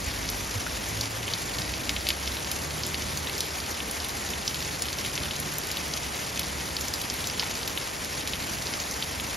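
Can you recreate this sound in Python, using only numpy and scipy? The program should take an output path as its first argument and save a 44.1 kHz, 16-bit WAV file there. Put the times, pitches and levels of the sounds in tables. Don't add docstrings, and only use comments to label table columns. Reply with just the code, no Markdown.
import sys
import numpy as np
from scipy import signal
from scipy.fft import rfft, irfft, next_fast_len
from scipy.io import wavfile
from scipy.ndimage import uniform_filter1d

SR = 44100
rng = np.random.default_rng(int(sys.argv[2]) if len(sys.argv) > 2 else 0)


def gain_from_decibels(decibels):
    exponent = np.asarray(decibels, float) / 20
    return 10 ** exponent


def unload_audio(sound):
    columns = np.transpose(np.atleast_2d(sound))
    steps = np.round(np.clip(columns, -1, 1) * 32767)
    wavfile.write(sys.argv[1], SR, steps.astype(np.int16))


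N = 412776
RAIN_DB = -36


def evened(x):
    return x / np.sqrt(np.mean(x ** 2) + 1e-20)


def read(points, hz):
    f, value = np.transpose(points)
    return np.interp(np.log(hz + 1), np.log(f + 1), value)


def curve(rows, column):
    rows = np.array(rows)
    return np.interp(np.arange(N) / SR, rows[:, 0], rows[:, column])


def drift(seconds):
    hop = 128
    size = round(seconds * SR / hop)
    coarse = rng.standard_normal(N // hop + 2)
    for _ in range(2):
        coarse = uniform_filter1d(coarse, size=size)
    return np.interp(np.arange(N) / hop, np.arange(len(coarse)), evened(coarse))


def add(mix, s, sound):
    part = mix[round(s * SR):][:len(sound)]
    part += sound[:len(part)]


# (frequency [Hz], likeness [0-1])
LIKENESS = [(200, 0.97), (500, 0.29), (1000, 0.46), (1750, 0.093), (2300, 0.8), (2900, .92), (3500, 1),
            (6000, .9), (8000, 0.9), (16000, .86)]


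def field(spectrum, size, patchy_db, flicker_db):
    hop = size // 4
    frames, hz = N // hop + 5, np.fft.rfftfreq(size, 1 / SR)
    a, b, c, d, patches = rng.standard_normal((frames, len(hz), 5)).T
    patches = uniform_filter1d(patches, size=10, axis=0)
    patches = evened(uniform_filter1d(patches, size=12, axis=1))
    flicker = evened(uniform_filter1d(rng.standard_normal(frames), size=4))
    treble = np.clip(hz / 3000, .4, 1)[:, None]
    same = np.clip(read(LIKENESS, hz), -1, 1)[:, None]
    left = a + 1j * b
    right = same * left + np.sqrt(1 - same ** 2) * (c + 1j * d)
    level_db = read(spectrum, hz)[:, None] + treble * (patchy_db * patches + flicker_db * flicker)
    z = np.array([left, right]) * gain_from_decibels(level_db)
    return evened(signal.istft(z, nperseg=size, noverlap=size - hop)[1][:, :N])


# (frequency [Hz], density [dB per Hz])
WASH = [(70, -12.5), (250, -2.5), (500, -1.5), (1000, -4.5), (1400, -6), (1900, -4), (2500, -7),
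        (4000, -10.5), (5500, -9), (8000, -9), (10200, -13), (13000, -19), (14500, -16), (15700, -17)]


def far_rain():
    return gain_from_decibels(RAIN_DB + 2.5) * field(WASH, size=512, patchy_db=1.26, flicker_db=1.49)


# (frequency [Hz], density [dB per Hz])
RUMBLE = [(25, -35), (40, -13.5), (62, 2), (85, -2), (120, -5), (200, -6), (320, -11.5), (500, -60)]


def street_rumble():
    mean_db, gust_db, gust_s = -42.5, 1, 0.19
    gusts = gain_from_decibels(mean_db + gust_db * drift(gust_s))
    return gusts * field(RUMBLE, size=4096, patchy_db=0, flicker_db=0)


def tick(hz, bright_db, body_db, chance, cycles=0.63):
    t = np.arange(len(chance)) / SR - .0009
    swell = np.exp(-.5 * (t * hz / cycles) ** 2 * np.where(t < 0, 1.6, 1))
    ring = np.cos(2 * np.pi * hz * t * (1 + 150 * t) + chance[0]) * swell
    burst = chance * np.exp(-abs(t) / 0.0011)
    grit = 0.072 * np.convolve(burst, np.sin(2 * np.pi * hz * np.arange(12) / SR), "same")
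    snap = np.diff(chance * np.exp(-abs(t) / 0.00034), 2, prepend=[0, 0]) / 2
    knock = np.cos(2 * np.pi * 2700 * t + chance[1]) * np.exp(-.5 * (t / 0.00019) ** 2)
    return ring + grit + gain_from_decibels(bright_db) * snap + gain_from_decibels(body_db) * knock


def patter(per_s, spread_db):
    pitches_hz = np.geomspace(2800, 9500, 24)
    shapes = np.array([tick(hz, -1, -14.5, rng.standard_normal(160)) for hz in pitches_hz])
    when, big, sign, kind = rng.random((round(per_s * N / SR), 4)).T
    size = gain_from_decibels(spread_db * np.minimum(-np.log(1 - big), 3)) * np.sign(sign - .5)
    at = (when * N).astype(int)[:, None] + np.arange(shapes.shape[1])
    drops = size[:, None] * shapes[(kind * len(shapes)).astype(int)]
    return evened(np.bincount(at.ravel(), drops.ravel(), N)[:N])


def pricks(per_s, spread_db):
    size = gain_from_decibels(spread_db * np.minimum(rng.exponential(1, N), 3)) * (rng.random(N) < per_s / SR)
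    t = np.arange(40) / SR
    swing = np.sin(2 * np.pi * 4800 * t) * np.exp(-t / 0.00017)
    return evened(np.convolve(size * rng.choice([-1., 1.], N), swing)[:N])


# (time [s], firing rate [Hz], level [dB], lean from first order to second [dB])
ENGINE = [(0.0, 50.96, -47, 2), (0.4, 51.46, -47.5, -2), (0.75, 53, -47.5, -4), (1.0, 54.54, -46, 8),
          (1.35, 57.53, -48, 3.5), (1.55, 59.5, -46, -1), (1.9, 61, -45, -3), (2.2, 67, -53, -10),
          (2.7, 73, -47.5, -0.5), (3.15, 76.4, -45.5, -1), (3.7, 78, -58, -5), (4.3, 70, -51, -1.5),
          (5.4, 74, -53, 6), (6.0, 70, -54, -5), (7.0, 74, -58.5, -5), (8.3, 68, -57, -4),
          (9.36, 66, -57, -3)]
# (order [x firing rate], level re engine [dB])
SIDE_ORDERS = [(1.5, -5.5), (5, -7.5)]


def engine():
    turns = np.cumsum(curve(ENGINE, 1) * (1 + 0.02425 * drift(0.051))) / SR
    lean_db = curve(ENGINE, 3)
    hum = np.zeros(N)
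    for order, db in [(1, -lean_db), (2, lean_db)] + SIDE_ORDERS:
        hum += gain_from_decibels(db + 2.8 * drift(0.049)) * np.sin(2 * np.pi * order * turns)
    return np.sqrt(2) * gain_from_decibels(curve(ENGINE, 2)) * hum


# (time [s], peak level [dB], frequency [Hz])
BUMPS = [
    (0.08, -29, 60),
    (0.568, -27, 100),
]


def bumps():
    out, t = np.zeros(N), np.arange(-3000, 3000) / SR
    for s, db, hz in BUMPS:
        add(out, s + t[0], gain_from_decibels(db) * np.cos(2 * np.pi * hz * t) * np.exp(-.5 * (t / 0.011) ** 2))
    return out


def surface_drips(rows, snap_db, knock_db, splash_db):
    usual_db, splash_lag = -23, .45
    out, t = np.zeros(N), np.arange(900) / SR
    for (s, db, hz), draw in zip(rows, rng.standard_normal((len(rows), 1100))):
        blow = tick(hz, snap_db, knock_db, draw[:200])
        add(out, s + 0.00018, gain_from_decibels(db) * blow)
        envelope = np.clip(t / 0.0033 - .6, 0, 2) * np.exp(-t / 0.0052)
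        droplets = draw[200:] ** 3 * envelope
        droplet = np.diff(blow[10:90]) * SR / (2 * np.pi * hz)
        splash = np.convolve(droplets / np.linalg.norm(droplets), droplet)
        add(out, s, gain_from_decibels(db + splash_db - splash_lag * (db - usual_db)) * splash)
    return out


# (time [s], peak level [dB], ring [Hz])
AFTERS = [(0.2284, -26, 3820), (0.5097, -23, 6000), (2.2574, -23, 4910), (3.8029, -18, 2990),
          (4.0013, -20, 4170), (4.2694, -24, 4130), (4.3024, -16, 6550), (4.4754, -21, 5130),
          (4.5574, -26, 3670), (4.6764, -25, 5770), (6.766, -15, 4100), (6.8823, -17, 6260),
          (7.205, -21, 3990), (7.434, -19, 3630), (7.7997, -26, 4390), (8.02, -28, 5880),
          (8.3873, -31, 5400), (8.9401, -20, 6270), (9.3422, -21, 4530), (0.2774, -25, 4630),
          (1.5489, -24, 3490), (1.6926, -24, 3480), (3.2958, -19, 3344), (3.6012, -21, 4110),
          (4.6243, -21, 4050), (5.256, -22, 3110), (5.3627, -18.5, 5500), (7.8735, -24, 3820),
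          (8.4268, -26, 4340), (8.837, -24, 4900)]


def after_drips():
    out = np.zeros(N)
    for (s, db, hz), draw in zip(AFTERS, rng.standard_normal((len(AFTERS), 200))):
        add(out, s + 0.00026, gain_from_decibels(db) * tick(hz, -6.5, -23, draw))
    return out


# (time [s], peak level [dB])
GLINTS = [(0.2994, -8.5), (0.888, -15.5), (1.0101, -29), (2.0877, -4.5), (2.515, -11), (2.8647, -11),
          (3.172, -30), (3.405, -11), (3.57, -19), (3.911, -11), (4.0462, -15), (4.086, -14), (4.8209, -13),
          (4.9297, -31), (5.0619, -15), (5.4001, -10), (5.537, -15), (5.5834, -11), (5.67, -15.5),
          (5.7149, -14), (6.394, -7), (6.937, -27), (7.017, -14), (7.1407, -16), (7.2705, -18),
          (7.677, -13.5), (7.7764, -29), (8.0436, -28), (8.275, -14), (9.207, -19)]


def glints():
    out, t = np.zeros(N), np.arange(60) / SR
    for (s, db), draw in zip(GLINTS, rng.standard_normal((len(GLINTS), 60))):
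        add(out, s + 0.00061, gain_from_decibels(db) * np.diff(draw * np.exp(-t / 0.0007)) / 2)
    return out


# (time [s], peak level [dB], ring [Hz])
ON_BOARDS = [(0.7264, -28, 4420), (1.2296, -25, 3690), (1.585, -19.5, 3900), (1.738, -18, 3990),
             (1.8928, -8, 4810), (1.9633, -15.5, 3890), (2.068, -14.5, 4070), (2.1031, -10.5, 4200),
             (2.1276, -21, 4060), (2.2752, -15.5, 5540), (2.4451, -21, 5470), (2.7067, -21, 5550),
             (2.9431, -14, 3700), (4.8547, -16, 3200), (4.8843, -19, 4230), (5.0598, -18.5, 4000),
             (5.1766, -16, 4300), (5.233, -19.5, 4050), (5.3088, -20.5, 3420), (5.9733, -21, 5820),
             (6.263, -30, 4680), (6.3744, -18, 6680), (7.2983, -17.5, 5350), (7.4235, -20, 4070),
             (7.9302, -25, 3270), (8.2736, -19, 4630), (8.334, -20, 3400), (8.5849, -22, 4600),
             (8.737, -17.5, 4460)]
# (time [s], peak level [dB], ring [Hz])
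ON_STONE = [(1.0098, -15.5, 4620), (2.3193, -20.5, 4330), (2.5143, -19, 4000), (2.8601, -27, 3186),
            (3.1731, -16, 5040), (3.3794, -17, 5700), (3.71, -18.5, 5650), (4.0457, -26, 4040),
            (4.0931, -23, 4580), (4.289, -21.5, 4400), (4.544, -16.5, 4600), (4.6043, -20, 4360),
            (4.9287, -17, 4950), (4.9851, -19.5, 4680), (5.7139, -18.5, 4520), (5.7698, -16.5, 3920),
            (6.148, -32, 3360), (6.3926, -18, 4350), (6.4313, -22, 4160), (6.8094, -18, 5400),
            (6.9376, -12.5, 4630), (7.014, -21, 4470), (7.2714, -17, 5360), (7.676, -17, 4830),
            (7.7747, -15, 2980), (8.0464, -20, 4750), (8.535, -20, 4450), (8.6208, -22, 5190),
            (8.9107, -16, 5300), (9.198, -19, 3320)]
# (time [s], peak level [dB], ring [Hz])
IN_PUDDLE = [(0.289, -13, 5030), (1.0562, -19, 5000), (1.279, -20, 3140), (1.3357, -12, 4230),
             (1.6182, -18, 4485), (2.0877, -10.5, 3920), (2.368, -19.5, 3680), (2.834, -16, 4590),
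             (3.0208, -19, 5180), (3.271, -19.5, 3290), (3.4054, -10, 5000), (4.3345, -20, 3053),
             (4.4775, -10, 5000), (4.6483, -21, 4600), (4.8209, -9.5, 6810), (5.0477, -19, 2970),
             (5.1535, -16.5, 6270), (5.9369, -14, 5360), (6.032, -24, 5840), (7.0993, -14, 5270),
             (7.2417, -21, 4530), (7.3953, -10, 4490), (7.5108, -17, 4740), (7.5522, -19, 5200),
             (7.63, -19.5, 4030), (8.177, -23, 4930), (8.6686, -18, 4200), (8.8005, -16, 4850),
             (9.0242, -15, 3715), (9.2968, -25.5, 6370)]


def drips():
    out = surface_drips(ON_BOARDS, snap_db=-12, knock_db=-4, splash_db=-9)
    out += surface_drips(ON_STONE, snap_db=-3, knock_db=-24, splash_db=-9)
    out += surface_drips(IN_PUDDLE, snap_db=-14, knock_db=-24, splash_db=-7)
    return out + after_drips() + glints()


# (time [s], peak level [dB], ring [Hz], upper ring [ratio], upper level [dB])
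PLOPS = [
    (0.666, -27, 1480, 1.03, -1),
    (7.053, -27.5, 1094, 1.5, -10),
    (7.43, -22.5, 1050, 1.86, -2),
]


def lid():
    out, t = np.zeros(N), np.arange(900) / SR
    for s, db, hz, ratio, upper_db in PLOPS:
        lower = np.sin(2 * np.pi * hz * t)
        upper = np.sin(2 * np.pi * ratio * hz * t) + 0.39 * np.sin(2 * np.pi * 1.38 * hz * t)
        add(out, s, gain_from_decibels(db - 60 * t / 0.019) * (lower + gain_from_decibels(upper_db) * upper))
    return out


# (delay [s], level [dB])
ECHOES = [(.0023, -6), (.0036, -11), (.0068, -15), (.0105, -17)]


def porch(x):
    early = np.zeros(600)
    early[0] = 1
    for s, db in ECHOES:
        early[round(s * SR)] += gain_from_decibels(db)
    out = signal.oaconvolve(x, early)[:N]
    ahead = 300
    t = (np.arange(2200) - ahead) / SR
    turn = np.pi * np.arange(N) / SR * 7
    fade = gain_from_decibels(-60 * np.where(t > 0, t / 0.09, -t / 0.022))
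    for k in range(3):
        spray = rng.standard_normal(len(t)) * (rng.random(len(t)) < .15) * fade
        spray /= np.linalg.norm(spray)
        share = np.sqrt(2 / 3) * np.cos(turn + k * np.pi / 3)
        out += gain_from_decibels(-11) * signal.oaconvolve(x * share, spray)[ahead:ahead + N]
    return out


def scene():
    rain = gain_from_decibels(RAIN_DB)
    far = far_rain()
    drops = drips() * gain_from_decibels(1.5)
    drops += rain * gain_from_decibels(-8.0) * patter(per_s=500, spread_db=8.0)
    drops += rain * gain_from_decibels(-9.5) * patter(per_s=60, spread_db=2.5)
    small = signal.butter(3, [1800, 12500], "bandpass", fs=SR, output="sos")
    near = porch(signal.sosfilt(small, drops) + lid())
    fine = signal.sosfilt(small, rain * gain_from_decibels(-9.0) * pricks(per_s=150, spread_db=2.5))
    return near + fine + far + street_rumble() + engine() + bumps()


# (frequency [Hz], lead [rad])
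LEAD = [(0, 0), (780, 1.0), (1460, -.25), (2400, .2), (3000, .45), (4000, .3), (5600, -.3), (6300, -.5),
        (7000, -1.15), (7600, -2.3), (8270, -3.14), (8960, -3.95), (10300, -5.45), (11600, -6.28),
        (12700, -7.3), (13200, -8.4), (13800, -8.9), (16500, -10.35)]
# (frequency [Hz], level [dB])
TILT = [(60, -1.5), (200, -3), (400, 0), (700, 1), (1300, -0.5), (1900, 2.5), (2600, 1), (3500, 1),
        (16000, -1)]


def two_ports(dry):
    size = next_fast_len(N + 4096)
    hz = np.fft.rfftfreq(size, 1 / SR)
    half = gain_from_decibels(read(TILT, hz) / 2) * np.exp(.5j * np.interp(hz, *np.transpose(LEAD)))
    return irfft(rfft(dry, size) * np.array([half, 1 / half]), size)[:, :N]


BANDS = [132, 144, 160, 176, 196, 216, 240, 264, 292, *range(320, 737, 32)]


def thin(ports, weak_db, waver_db, attack_db):
    lead_in = 772
    pair = np.array([ports[0] + ports[1], ports[0] - ports[1]]) / 2
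    pair = np.pad(pair, ((0, 0), (lead_in, 0)))
    frame = dict(window=signal.windows.cosine(2048), nperseg=2048, noverlap=1024)
    z = signal.stft(pair, **frame)[2]
    frames = z.shape[2]
    bright = np.pad((np.diff(pair, 2) ** 2).sum(0), (512, 4096))
    bright = bright[:frames * 1024].reshape(frames, 8, 128).mean(2)
    sharpness_db = 10 * np.log10(bright.max(1) / (np.median(bright, 1) + 1e-12) + 1e-12)
    calm = sharpness_db < attack_db
    budget = rng.standard_normal(frames)
    for lo, hi in zip(BANDS, BANDS[1:]):
        power = (abs(z[:, lo:hi]) ** 2).sum(1)
        limit_db = weak_db + waver_db * (.6 * budget + .8 * rng.standard_normal(frames))
        weak = power < gain_from_decibels(2 * limit_db) * power[::-1]
        z[:, lo:hi] *= 1 - (calm & weak)[:, None]
    z[:, 732:] *= gain_from_decibels(-7.0) * (sharpness_db > attack_db + 5.0)
    z[:, 770:] = 0
    mid, side = signal.istft(z, **frame)[1][:, lead_in:lead_in + N]
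    return np.array([mid + side, mid - side])


def roll_off(x):
    return signal.sosfilt(signal.butter(12, 16840, fs=SR, output="sos"), x)


def record(dry):
    mix = thin(two_ports(dry), weak_db=-7.0, waver_db=1.5, attack_db=5.5)
    return roll_off(mix)


dry = scene()
out = record(dry)
unload_audio(out)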